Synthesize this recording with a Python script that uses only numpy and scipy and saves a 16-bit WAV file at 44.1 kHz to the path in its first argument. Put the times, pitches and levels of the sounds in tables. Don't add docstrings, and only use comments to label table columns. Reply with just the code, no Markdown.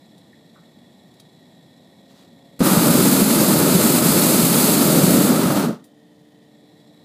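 import sys
import numpy as np
from scipy import signal
from scipy.fft import rfft, irfft
from scipy.io import wavfile
from scipy.ndimage import uniform_filter1d

SR = 44100
rng = np.random.default_rng(int(sys.argv[2]) if len(sys.argv) > 2 else 0)


def generate_wav(sig):
    pcm = np.round(np.clip(np.atleast_2d(sig).T, -1, 1) * 32767).astype(np.int16)
    wavfile.write(sys.argv[1], SR, pcm)


N = 310766
TIME, BINS = np.arange(N) / SR, np.fft.rfftfreq(N, 1 / SR)

# [hz, relative_db_per_hz]
LAND_SPECTRUM = [(20, -50), (45, -39.5), (80, -17.5), (120, -8), (170, -0.5), (225, -1.5), (310, -5.5),
                 (410, -13.5), (520, -12), (680, -12), (950, -20), (1300, -30.5), (2500, -36), (6000, -46)]
# [hz, relative_db_per_hz]
PILOT_SPECTRUM = [(500, -21), (1500, -20.5), (2500, -11.5), (2900, -13), (4600, -10), (6000, -16),
                  (9000, -17.5), (15000, -23)]
# [centre_hz, width_hz, relative_db]
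PILOT_MODES = [(1867, 130, 4), (2200, 150, -4), (3407, 125, 5), (3910, 390, 3), (5370, 300, -9),
               (7600, 750, -10), (9510, 350, -15.5), (11600, 800, -14.5)]
# [time_s, firing_rate_hz, level_db]
ENGINE_PATH = [(0, 55.3, -72), (.55, 57.05, -59), (2.0, 68, -59.5), (2.4, 68.8, -58.5), (5.8, 74.2, -50.5),
               (6.4, 74.3, -52.5), (7.05, 74.2, -55)]
# [multiple_of_firing_rate, relative_db]
ENGINE_ORDERS = [(2, -11.5), (3, -17.5), (4, 0.5), (6, -9), (7, -19), (8, -12.5), (10, -18)]
# [centre_hz, width_hz, boost_db]
ENGINE_BANDS = [(450, 25, 3.5), (548, 28, 10.5), (686, 28, 10)]
# [start_s, level_db, t60_s, centre_hz, width_octaves]
TICKS = [(.179, -53, .06, 6000, 1.2), (0.329, -55, .12, 1900, 0.17), (.556, -56, 0.4, 1220, 0.37),
         (1.139, -55, .05, 5000, 1.2), (1.198, -43.5, 0.051, 5200, 1.1), (5.84, -48, 0.13, 8500, 1.0),
         (6.799, -57, 0.044, 4520, 1.0)]
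# [centre_hz, width_hz, relative_db]
METAL_MODES = [(1280, 400, 1), (2550, 120, -2), (3290, 110, 1), (3800, 220, 3), (4600, 250, -1),
               (9600, 200, 0)]
# [time_s, level_db]
SLEEVE_LEVEL = [(2.06, -72), (2.11, -60), (2.16, -59.5), (2.231, -58), (2.3, -74)]
# [hz, relative_db_per_hz]
CLOTH_SPECTRUM = [(50, -35), (200, -13.5), (900, 3), (1600, -3), (2800, -5), (4200, 0.5), (6000, -7.5),
                  (7500, -7.5), (10000, -14), (15000, -15.5)]
# [start_s, level_db, middle_of_pitch_glide_hz, decay_s]
FLARES = [(2.6143, -0.5, 219, 0.0033), (2.771, -2.5, 178, 0.0062), (2.895, -10.5, 169, 0.0077),
          (3.215, -3, 204, 0.005), (3.361, -7, 210, .006), (3.749, -6, 183, 0.0057),
          (4.103, -6, 230.4, 0.0044), (4.434, -10, 162, 0.0058)]
# [centre_s, spread_s, flame_change_db, hiss_change_db]
FLOW_CHANGES = [(2.647, .018, -3, 5), (2.8, .04, -1, -1.5), (3.249, 0.039, -3, -2.5), (3.645, .04, 0.5, -1),
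                (4.015, .025, -1.5, -3), (4.505, .03, -1.5, -2)]
# [time_s, relative_hiss_db]
JET_LEVEL = [(2.68, -15.8), (3.14, -14.5), (3.7, -15.5), (3.9, -14), (4.74, -13.5), (4.76, -15.5),
             (5.1, -15.5), (5.28, -17), (5.31, -20), (5.57, -24)]
# [hz, relative_db_per_hz]
HISS_SPECTRUM = [(400, -31), (1600, -12.5), (2400, -6.5), (3200, -9.5), (3750, -5), (4350, -3), (5100, -5),
                 (5650, -11), (6400, -5), (6900, -5.5), (7700, -1.5), (10000, -2.5), (11400, -1.5),
                 (15300, -5)]
# [time_s, relative_roar_db]
FLAME_LEVEL = [(2.7, -16), (3.03, -14), (3.19, -15.5), (4.72, -17), (5.12, -13), (5.68, -20)]
# [hz, relative_db_per_hz]
ROAR_SPECTRUM = [(20, -47), (50, -49.5), (80, -25.5), (115, -14.5), (160, -2), (235, -0.5), (320, -5),
                 (410, -10.5), (470, -12.5), (600, -12.5), (680, -20.5), (1100, -43), (3000, -73.5)]
# [hz, relative_db_per_hz]
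RASP_SPECTRUM = [(300, -32), (560, -2), (720, -1.5), (900, 1), (1050, -2.5), (1280, 2), (1450, -2.5),
                 (1600, -7), (1750, -8.5), (2400, -14.5), (4000, -13), (15000, -29)]

OPEN_S, IGNITE_S, SHUT_S, STARVE_S = 2.591, 2.604, 5.555, 5.705
HISS_DRAIN_S, RASP_DRAIN_S, DRAIN_BEND = 0.26, 0.31, 2.24


def gain_of(db):
    return 10 ** (np.asarray(db) / 20)


def evened(x):
    return x / np.sqrt(np.mean(x ** 2) + 1e-20)


def colour(points):
    hz, db = np.transpose(points)
    return gain_of(np.interp(np.log(BINS + 1), np.log(hz + 1), db))


def noise(gain):
    return evened(irfft(rfft(rng.standard_normal(N)) * gain, N))


def eddies(rate_hz):
    return noise(BINS / (BINS + 6) / (1 + (BINS / rate_hz) ** 2))


def resonances(modes, stretch=1):
    power = 0
    for centre_hz, width_hz, db in modes:
        distance = (BINS - centre_hz * stretch) / (0.7 * width_hz)
        power = power + gain_of(db) ** 2 / (1 + distance ** 2) ** 2
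    return power


def ramp(start_s, seconds):
    return np.clip((TIME - start_s) / seconds, 0, 1)


def release(start_s, t60_s, bend=1):
    return gain_of(-60 * (np.maximum(TIME - start_s, 0) / t60_s) ** bend)


def steadied(x, seconds):
    power = abs(uniform_filter1d(x ** 2, max(int(seconds * SR), 2)))
    return x / np.sqrt(power + 1e-9)


def add(mix, start_s, sound):
    part = mix[max(round(start_s * SR), 0):][:len(sound)]
    part += sound[:len(part)]


def land(level_db=-51.5):
    return noise(colour(LAND_SPECTRUM)) * gain_of(level_db)


def pilot_light(level_db=-60.5, flicker_db=1.1, cool_stretch=0.91, unsettled_db=-1.3):
    settle_s, settling_s, unsettled_share = 6.52, 0.06, 0.82
    fizz = colour(PILOT_SPECTRUM) ** 2
    hot = noise(np.sqrt(fizz + resonances(PILOT_MODES)))
    sagged = resonances(PILOT_MODES[:1]) + resonances(PILOT_MODES[1:], cool_stretch) / 4
    cool = noise(np.sqrt(fizz + sagged)) * gain_of(unsettled_db)
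    share = unsettled_share * (TIME > SHUT_S) * (1 - ramp(settle_s - settling_s, settling_s))
    pilot = np.sqrt(1 - share) * hot + np.sqrt(share) * cool
    return pilot * gain_of(level_db + flicker_db * eddies(60))


def engine(waver_db=0.2, drift=0.0015):
    time_s, firing_hz, level_db = np.transpose(ENGINE_PATH)
    rate = np.interp(TIME, time_s, firing_hz)
    turns = np.cumsum(rate * (1 + drift * eddies(2.4))) / SR
    lines = np.zeros(N)
    for multiple, line_db in ENGINE_ORDERS:
        swell_db = 0
        for centre_hz, width_hz, boost_db in ENGINE_BANDS:
            swell_db = swell_db + boost_db * np.exp(-((multiple * rate - centre_hz) / width_hz) ** 2)
        line = np.sin(2 * np.pi * (multiple * turns + rng.random()))
        lines += line * gain_of(line_db + swell_db + waver_db * eddies(3))
    return evened(lines) * gain_of(np.interp(TIME, time_s, level_db))


def ticks(rise_s=0.0008, dry_share=0.12, ring_db=-13, ring_t60_s=0.15):
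    out, t = np.zeros(N), np.arange(SR // 3) / SR
    modes = resonances(METAL_MODES)
    for start_s, level_db, t60_s, centre_hz, octaves in TICKS:
        band = np.exp(-(np.log2((BINS + 1) / centre_hz) / octaves) ** 2 / 2)
        burst = noise(np.sqrt(dry_share + modes) * band)[:len(t)] * gain_of(-60 * t / t60_s)
        ring = noise(modes * band)[:len(t)] * gain_of(ring_db - 60 * t / ring_t60_s)
        attack = 1 - np.exp(-t / rise_s)
        add(out, start_s, (burst + ring) * gain_of(level_db) * attack)
    return out


def sleeve(grain_db=2):
    time_s, level_db = np.transpose(SLEEVE_LEVEL)
    stroke = gain_of(np.interp(TIME, time_s, level_db, left=-120, right=-120))
    return noise(colour(CLOTH_SPECTRUM)) * gain_of(grain_db * eddies(150)) * stroke


def fabric_echo(x, delay_s=0.038, t60_s=0.38, wet_db=-20, dull_hz=1800):
    t = np.arange(SR // 2) / SR
    taps = rng.standard_normal(len(t)) * gain_of(-60 * t / t60_s) * (t > delay_s)
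    echo = signal.fftconvolve(x, taps / np.linalg.norm(taps))[:N]
    dulled = irfft(rfft(echo) / (1 + (BINS / dull_hz) ** 2), N)
    return gain_of(wet_db) * dulled


def flares(push=0.038, sag=0.096):
    out, t = np.zeros(N), np.arange(SR // 10) / SR
    for start_s, level_db, middle_hz, decay_s in FLARES:
        swell = t / decay_s * np.exp(1 - t / decay_s)
        pitch_hz = middle_hz * (1 + sag * np.exp(-t / decay_s) - sag / 2)
        boom = np.sin(2 * np.pi * np.cumsum(pitch_hz) / SR)
        add(out, start_s, gain_of(level_db) * swell * (boom + push))
    return out


def flow_changes():
    flame_db, hiss_db = np.zeros(N), np.zeros(N)
    for centre_s, spread_s, flame_change_db, hiss_change_db in FLOW_CHANGES:
        moment = np.exp(-((TIME - centre_s) / spread_s) ** 2)
        flame_db += flame_change_db * moment
        hiss_db += hiss_change_db * moment
    return gain_of(flame_db), gain_of(hiss_db)


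def gas_hiss(valve, hiss_change, flutter, flutter_db=0.68, dulling=0.154, full_db=-16, top_hz=6000):
    gain_db, cracked_db, travel_s = 1, -19.5, 0.085
    flow_db = gain_db + np.interp(TIME, *np.transpose(JET_LEVEL))
    flow_db += cracked_db * (1 - ramp(OPEN_S, travel_s))
    pressure = valve * gain_of(flow_db) * hiss_change * release(SHUT_S, HISS_DRAIN_S, DRAIN_BEND)
    jet = noise(colour(HISS_SPECTRUM))
    low = irfft(rfft(jet) / (1 + (BINS / top_hz) ** 4), N)
    top = (jet - low) * (pressure / gain_of(full_db)) ** dulling
    return (low + top) * pressure * gain_of(flutter_db * flutter)


def flame_roar(flame, flutter, surge, gain_db=5, flutter_db=0.3, surge_db=0.82, t60_s=0.14):
    roar = steadied(noise(colour(ROAR_SPECTRUM)) * gain_of(flutter_db * flutter), 0.07)
    level_db = gain_db + np.interp(TIME, *np.transpose(FLAME_LEVEL)) + surge_db * surge
    return roar * flame * gain_of(level_db) * release(STARVE_S, t60_s)


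def flame_rasp(flame, flutter, surge, gain_db=-21, flutter_db=0.74, surge_db=0.66):
    fresh_db, fresh_s = 4, 0.087
    age = np.maximum(TIME - IGNITE_S, 0) / fresh_s
    rasp = evened(noise(colour(RASP_SPECTRUM)) * gain_of(flutter_db * flutter + surge_db * surge))
    level_db = gain_db + fresh_db * age * np.exp(1 - age)
    return rasp * flame * gain_of(level_db) * release(SHUT_S, RASP_DRAIN_S, DRAIN_BEND)


def burner(flutter_hz=45, surge_hz=14, unlit_db=-24, catch_s=0.0015):
    flame_change, hiss_change = flow_changes()
    flutter, surge = eddies(flutter_hz), eddies(surge_hz)
    valve = ramp(OPEN_S, 0.003)
    flame = valve * gain_of(unlit_db * (1 - ramp(IGNITE_S, catch_s))) * flame_change
    hiss = gas_hiss(valve, hiss_change, flutter)
    return hiss + flame_roar(flame, flutter, surge) + flame_rasp(flame, flutter, surge)


def scene():
    background = land() + pilot_light() + engine() + ticks() + sleeve()
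    blast = flares() + burner()
    mono = background + blast + fabric_echo(blast)
    return np.array([mono, mono])


def gain_control(x, threshold_db=-44, squeeze=0.14, recovery_db_per_s=19, attack_s=0.03):
    keep = np.exp(-1 / (attack_s * SR))
    power = signal.lfilter([1 - keep], [1, -keep], (x ** 2).mean(0))
    power_db = 10 * np.log10(power + 1e-12)
    fall_db = TIME * recovery_db_per_s
    held_db = np.maximum.accumulate(power_db + fall_db) - fall_db
    over_db = np.maximum(held_db - threshold_db, 0)
    return x * gain_of(-squeeze * over_db)


def record(dry, ceiling=1.0, edge_hz=15300):
    ducked = gain_control(dry)
    rounded = ducked / (1 + (ducked / ceiling) ** 6) ** (1 / 6)
    lowpass = signal.firwin(1023, edge_hz, window=("kaiser", 9), fs=SR)
    return signal.oaconvolve(rounded, lowpass[None], "same")


dry = scene()
out = record(dry)
generate_wav(out)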